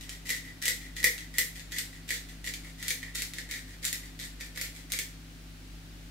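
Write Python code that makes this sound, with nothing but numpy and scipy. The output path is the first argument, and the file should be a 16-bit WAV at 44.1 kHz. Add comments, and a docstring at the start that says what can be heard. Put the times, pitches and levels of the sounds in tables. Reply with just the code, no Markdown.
"""A hand pepper mill is twisted to and fro over a bowl in a hard-walled room, nearly three times a second.
Each twist is a stream of crushed crumbs, heard as short noise grains; peppercorns crack as brighter bursts
and leave splinters that are ground at once; once the body squeaks with hardly any snap. Breaks ring the
mill's damped body modes and jolt it. Turning back, the burrs rub lightly; the end of an earlier twist opens
the scene. Early echo and diffuse decay form the room; an appliance hums in slightly wavering sine lines
over soft, coloured noise."""
import sys
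import numpy as np
from scipy import signal
from scipy.fft import rfft, irfft
from scipy.io import wavfile

SR = 44100
rng = np.random.default_rng(int(sys.argv[2]) if len(sys.argv) > 2 else 0)


def wrap_up_sound(samples):
    """Save the sound to the file named by the first command line argument, as 16-bit audio."""
    columns = np.atleast_2d(samples).T
    # keep every value between -1 and 1, then stretch to whole-number steps
    tamed = np.clip(columns, -1, 1)
    steps = np.round(tamed * 32767).astype(np.int16)
    wavfile.write(sys.argv[1], SR, steps)


N = 269010
TIME = np.arange(N) / SR

# peppercorns cracking, and at 3.029 s a short body squeak with hardly any snap:
# (time [s], relative level [dB], body ring relative to the snap [dB], favoured ring pitch [Hz])
CRACKS_AND_SQUEAK = [(0.093, -27.5, -17, 1990), (0.2918, -19.5, -7.5, 1980), (0.3032, -18.5, -2, 2016),
                     (0.624, -23, -12, 1900), (0.655, -14.5, -23, 1870), (0.6658, -23.5, -0.5, 2020),
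                     (0.6797, -12, -6.5, 2033), (0.9666, -30.5, -9, 1970), (1.029, -24, -1, 1930),
                     (1.0414, -5.5, -3.5, 2033), (1.1796, -30.5, -9, 1960), (1.3832, -8, -8.5, 1910),
                     (1.5954, -38, -2, 1930), (1.72, -28.5, -10, 1900), (1.7847, -16.5, -22, 1940),
                     (2.0904, -27.5, -7, 1960), (2.105, -20.5, 0, 1878), (2.4734, -26, -0.5, 1940),
                     (2.5374, -25, -14, 2330), (2.8268, -25.5, -8, 1910), (2.8814, -16, -20, 2070),
                     (2.9046, -15.5, -9, 2340), (3.029, -34.5, 8, 1940), (3.1542, -21.5, -12, 1830),
                     (3.2201, -19, -12, 2020), (3.3353, -29, -15, 2310), (3.3837, -27.5, -0.5, 1870),
                     (3.511, -23, -27, 1878), (3.851, -14.5, -28, 1850), (3.9277, -17, -12, 2020),
                     (4.191, -33, -9, 1870), (4.4087, -30, -1.5, 1840), (4.574, -26, -2.5, 1800),
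                     (4.6127, -19, -11.5, 2410), (4.9198, -16, -24, 2300), (4.9351, -25, -1.5, 2270),
                     (4.9884, -17, -9.5, 2280)]


def from_db(db):
    """Level to amplitude: 20 dB is a factor of ten."""
    return 10 ** (np.asarray(db) / 20)


def unit_energy(x):
    """Energy normalisation: each channel's squares sum to one."""
    return x / np.sqrt(np.sum(x ** 2, axis=-1, keepdims=True) + 1e-20)


def at_hz(points, hz):
    """Interpolation on a logarithmic frequency axis, on which equal intervals are equal distances."""
    knots, values = np.transpose(points)
    return np.interp(np.log(np.maximum(hz, 1)), np.log(knots), values)


def drift(rate):
    """Slow random modulation: straight lines between normal draws, `rate` of them a second."""
    knots = rng.standard_normal(int(N / SR * rate) + 2)
    return np.interp(TIME * rate, np.arange(len(knots)), knots)


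def convolve(x, response):
    """Linear filtering: convolution with an impulse response."""
    return signal.fftconvolve(np.atleast_2d(x), np.atleast_2d(response), axes=-1)[:, :N]


def add(track, s, sound):
    """Superposition: mix a short sound into a track at a time in seconds."""
    at = int(np.clip(s * SR, 0, N - 1))
    track[:, at:at + sound.shape[-1]] += sound[..., :N - at]


def colour(spectrum, size=4096):
    """Minimum-phase filter: folding the cepstrum makes a spectrum causal; its energy is set to one."""
    log_gain = np.log(from_db(at_hz(spectrum, np.fft.rfftfreq(size, 1 / SR))))
    cepstrum = irfft(log_gain)
    folded = 2 * cepstrum[:size // 2]
    return unit_energy(irfft(np.exp(rfft(folded, size))))


def stereo_noise(likeness, size):
    """Interchannel coherence: white mid and side noise, weighted to give the tabled correlation."""
    mid, side = rfft(rng.standard_normal((2, size)))
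    alike = np.clip(at_hz(likeness, np.fft.rfftfreq(size, 1 / SR)), -1, 1)
    left_right = np.sqrt(1 + alike) * mid + np.sqrt(1 - alike) * side * [[1], [-1]]
    return irfft(left_right, size) / np.sqrt(2)


def mode(hz, width, size):
    """Damped resonance: the decay follows the bandwidth, scaled to one spectral height at any width."""
    t = TIME[:size]
    return width * np.exp(-np.pi * width * t) * np.sin(2 * np.pi * hz * t)


def appliance_hum():
    """Tonal hum: sine lines whose amplitude and phase waver by slow complex modulation."""
    # hum lines: (frequency [Hz], relative level [dB], waver [0-1])
    hum_lines = [(49.2, -49.5, 0.25), (99.2, -59.5, 0.2), (163.7, -55, 0.18), (263.6, -61.5, 0.34),
                 (301, -66, 0)]
    hum = 0
    for hz, db, waver in hum_lines:
        carrier = np.exp(2j * np.pi * (hz * TIME + rng.random()))
        modulation = 1 + waver * (drift(16) + 1j * drift(12))
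        hum = hum + from_db(db) * np.sqrt(2) * (carrier * modulation).real
    return hum


def room_air():
    """Broadband background: partly coherent stereo noise through a spectral filter."""
    # spectrum of the air noise: (frequency [Hz], relative density [dB])
    air_spectrum = [(20, 0), (45, -23), (75, -9), (135, 3), (190, -5), (250, 3), (340, -3), (430, -10.5),
                    (750, -10.5), (1000, -15), (1600, -9.5), (4400, -12.5), (7000, -17.5), (15000, -23.5)]
    # left-right correlation of the air noise: (frequency [Hz], correlation [-1 to 1])
    air_likeness = [(60, 0.018), (290, 0.82), (640, 0.31), (1400, 0.085), (15000, 0.062)]
    return from_db(-52.5) * convolve(stereo_noise(air_likeness, N), colour(air_spectrum))


def background():
    """Superposition of the hum lines and the soft rush of the room."""
    return appliance_hum() + room_air()


def reverb_tail(build_s, gap_s, size=32768):
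    """Diffuse decay: after a gap the noise builds up, then each band dies exponentially by its T60."""
    # left-right correlation of the reflections: (frequency [Hz], correlation [-1 to 1])
    tail_likeness = [(300, 0.82), (2000, 0.2), (4000, 0.033), (15000, 0.22)]
    # reverberation time: (frequency [Hz], time to fall by 60 dB [s])
    decay_times = [(400, 0.31), (2000, 0.32), (4500, 0.32), (8000, 0.32), (15000, 0.3)]
    t, hz = TIME[:size], np.fft.rfftfreq(size, 1 / SR)
    noise, tail = rfft(stereo_noise(tail_likeness, size)), 0
    centres = np.geomspace(250, 16000, 7)
    for centre, share in zip(centres, np.eye(len(centres))):
        band = irfft(noise * at_hz(np.column_stack([centres, share]), hz))
        tail = tail + band * from_db(-60 * t / at_hz(decay_times, centre))
    build_up = 1 - np.exp(-np.maximum(t - gap_s, 0) / build_s)
    return unit_energy(tail * build_up)


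def in_room(sound, count=5):
    """Direct sound, early echo and reverberation; the mill wanders, so reflection patterns crossfade."""
    tail_db = 2.5  # relative to the direct sound
    moments = np.linspace(0, TIME[-1], count)
    reverberation = 0
    for near in np.eye(count):
        share = np.interp(TIME, moments, near)
        tail = reverb_tail(build_s=0.00066, gap_s=0.00037)
        reverberation = reverberation + convolve(sound * np.sqrt(share), tail)  # equal-power crossfade
    # first echo, off the table top: (delay [s], level relative to the direct sound [dB])
    echo_s, echo_db = (0.0065, -8.5)
    echo = np.pad(sound, [(0, 0), (int(echo_s * SR), 0)])[:, :N]
    return sound + from_db(echo_db) * echo + from_db(tail_db) * reverberation


def body_ring(pitch_hz, favour_db=6, reach_hz=140):
    """Modal synthesis: one knock excites damped body modes, those near the given pitch favoured."""
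    # modes of the mill's body: (frequency [Hz], bandwidth [Hz], relative level [dB])
    body_modes = [(328, 39, -24.5), (406, 61, -22.5), (499, 49, -10), (1794, 116.5, 0.5), (1979, 148, 2.5),
                  (2154, 159, 0.5), (2356, 125, -3.5)]
    ring = 0
    for k, (hz, width, db) in enumerate(body_modes):
        favour = np.exp(-((hz - pitch_hz) / reach_hz) ** 2)
        gain = from_db(db + favour_db * favour)
        ring = ring + (-1) ** k * gain * mode(hz, width, size=1024)  # modes alternate in sign
    return unit_energy(ring)


def pitch_at(s):
    """Boundary damping: the hand's grip decides which pitch rings most, interpolated between table rows."""
    times, db, ring_db, hz = np.transpose(CRACKS_AND_SQUEAK)
    return np.interp(s, times, hz)


def crumb_runs():
    """Friction and crushing in stretches: (start s, length s, run-up s, level dB, fade dB, ring dB)."""
    # grinding twists: (start [s], length [s], relative grit level [dB], body ring relative to it [dB])
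    twist_table = [(0.245, 0.13, -43.5, -4), (0.611, 0.094, -38.5, -5.5), (0.954, 0.048, -43, -2.5),
                   (1.327, 0.075, -46, -1), (1.708, 0.086, -42, -0.5), (2.074, 0.095, -41, -11),
                   (2.435, 0.057, -41, -6.5), (2.776, 0.13, -47.5, -2.5), (3.136, .09, -41.5, -6),
                   (3.485, .109, -46, 1), (3.82, 0.067, -38, -8.5), (4.186, 0.066, -43.5, -7),
                   (4.543, .127, -46.5, -5.5), (4.894, 0.085, -44.5, -5.5)]
    # light turns back; the first row is the end of an earlier twist:
    # (start [s], relative grit level [dB], body ring relative to it [dB])
    light_run_table = [(0.0, -48.5, -7.5), (0.085, -46, -4), (0.43, -52.5, 6), (0.8, -51, 3.5),
                       (1.172, -49, 1), (1.545, -46, -7), (1.92, -52.5, -0.5), (2.268, -52, -4.5),
                       (2.63, -50, -0.5), (3.015, -51, 7), (3.34, -46, -3), (3.67, -51, -1.5),
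                       (4.02, -52, -1), (4.387, -45, -4.5), (4.74, -48.5, -6.5)]
    run_up_s = 0.014  # the burrs take this long to come up to speed
    twist_fade_db = 1.5  # the grit thins a little as a twist goes on
    light_run_s, light_run_fade_db = 0.08, 11.5  # each runs out as the loose crumbs clear
    splinters_s, splinters_db, splinters_fade_db = 0.033, -28.5, 4  # level relative to the table row's
    splinters_ring_db = 4.5  # the body ring is this much stronger, for their size, than the row's own

    twists = [(s, length, run_up_s, db, twist_fade_db, ring_db)
              for s, length, db, ring_db in twist_table]
    light_runs = [(s, light_run_s, run_up_s, db, light_run_fade_db, ring_db)
                  for s, db, ring_db in light_run_table]
    splinters = [(s, splinters_s, 0, db + splinters_db, splinters_fade_db, ring_db + splinters_ring_db)
                 for s, db, ring_db, hz in CRACKS_AND_SQUEAK]
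    return twists + light_runs + splinters


def grit(per_s, spread_db, grain_s, grit_db, size=256, count=96):
    """Granular excitation: crumbs break at uneven moments and sizes, each a noise grain and a body ring."""
    snaps, rings = np.zeros((2, 2, N))
    fade = np.exp(-TIME[:size] / grain_s)
    for start, length, run_up_s, db, fade_db, ring_db in crumb_runs():
        crumbs = max(int(length * per_s), 2)
        place, bulk, side = rng.random((3, count))[:, :crumbs]
        progress = (np.arange(len(place)) + place) / len(place)  # one crumb in each equal slot
        times = start + length * progress
        # the cube makes large crumbs rare; a run's energy follows its length
        sizes = unit_energy(from_db(spread_db * bulk ** 3)) * np.sqrt(length * SR)
        speed = np.minimum(length * progress / max(run_up_s, 1 / SR), 1)
        gains = sizes * speed * from_db(grit_db + db - fade_db * progress)
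        pushes = np.sign(side - .5)
        grains = unit_energy(rng.standard_normal((count, 2, size)) * fade)
        ring = from_db(ring_db) * body_ring(pitch_at(start + length / 2))
        for s, gain, push, grain in zip(times, gains, pushes, grains):
            add(snaps, s, gain * grain)
            add(rings, s, gain * push * ring)
    return snaps, rings


def jolts():
    """Impulse response of the hand-held mill: low modes, stronger the more the body is kicked."""
    # modes of the jolted mill: (frequency [Hz], bandwidth [Hz], relative level [dB])
    thud_modes = [(335, 54, 4), (409, 84, 4), (477, 70, -1), (786, 47, -9.5)]
    jolt_db, follows_ring = -13.5, 0.35  # level relative to the row's; dB of jolt per dB of body ring
    track = np.zeros((2, N))
    thud = 0
    for k, (hz, width, db) in enumerate(thud_modes):
        thud = thud + (-1) ** k * from_db(db) * mode(hz, width, size=2048)
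    thud = unit_energy(thud)
    for s, db, ring_db, hz in CRACKS_AND_SQUEAK:
        add(track, s, from_db(db + jolt_db + follows_ring * ring_db) * thud)
    return track


def fracture(rise_s, alike, treble_db, size=512):
    """Brittle fracture: many tiny breaks as a broadband noise burst, about 2 ms in envelope."""
    shape = TIME[:size] / rise_s * np.exp(1 - TIME[:size] / rise_s)
    tilt = from_db(at_hz([(4000, 0), (13000, treble_db)], np.fft.rfftfreq(size, 1 / SR)))
    spectrum = rfft(shape * stereo_noise([(1, alike)], size))
    flatter = spectrum / np.sqrt(abs(spectrum) + 1e-12)  # halves the spectrum's ups and downs in dB
    return unit_energy(irfft(tilt * flatter) * shape ** 0.058)


def cracks_and_squeak(snap_db, knock_db):
    """Impulsive excitation: a snap, brighter the higher its level, and one ring; the squeak is mostly ring."""
    bright_above_db, treble_db_per_db = -22.5, 0.61
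    snaps, rings = np.zeros((2, 2, N))
    for s, db, ring_db, pitch_hz in CRACKS_AND_SQUEAK:
        treble_db = treble_db_per_db * (db - bright_above_db)
        snap = fracture(rise_s=0.00087, alike=0.49, treble_db=treble_db)
        add(snaps, s, from_db(db + snap_db) * snap)
        add(rings, s, from_db(db + ring_db + knock_db) * body_ring(pitch_hz))
    return snaps, rings


def mill():
    """Two radiation paths: the air takes up filtered snaps directly, and the ringing, jolted body."""
    # spectrum of a breaking husk's snap: (frequency [Hz], relative density [dB])
    snap_spectrum = [(150, -54), (450, -6.5), (900, -31), (1400, -6), (2200, 3), (2800, -1), (3600, 4),
                     (5500, 0), (7400, 1.5), (9300, -2.5), (10300, -6.5), (11500, -2), (13000, -7),
                     (15500, -11)]
    crack_snaps, body_rings = cracks_and_squeak(snap_db=12.5, knock_db=13.5)
    grit_snaps, grit_rings = grit(per_s=380, spread_db=15, grain_s=0.0016, grit_db=-0.5)
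    snaps = convolve(crack_snaps + grit_snaps, colour(snap_spectrum))
    return snaps + body_rings + grit_rings + jolts()


def scene():
    """Level panning: the mill in its room and the background, all a touch to the left."""
    left_right_gain = from_db([[.5], [-.5]])
    return (in_room(mill()) + background()) * left_right_gain


def record(dry):
    """Band limiting: a steep elliptic low-pass cuts the top above 15.7 kHz."""
    low_pass = signal.ellip(10, .2, 70, 15700, fs=SR, output="sos")  # ripple and stop band in dB
    return signal.sosfilt(low_pass, dry)


dry = scene()
out = record(dry)
wrap_up_sound(out)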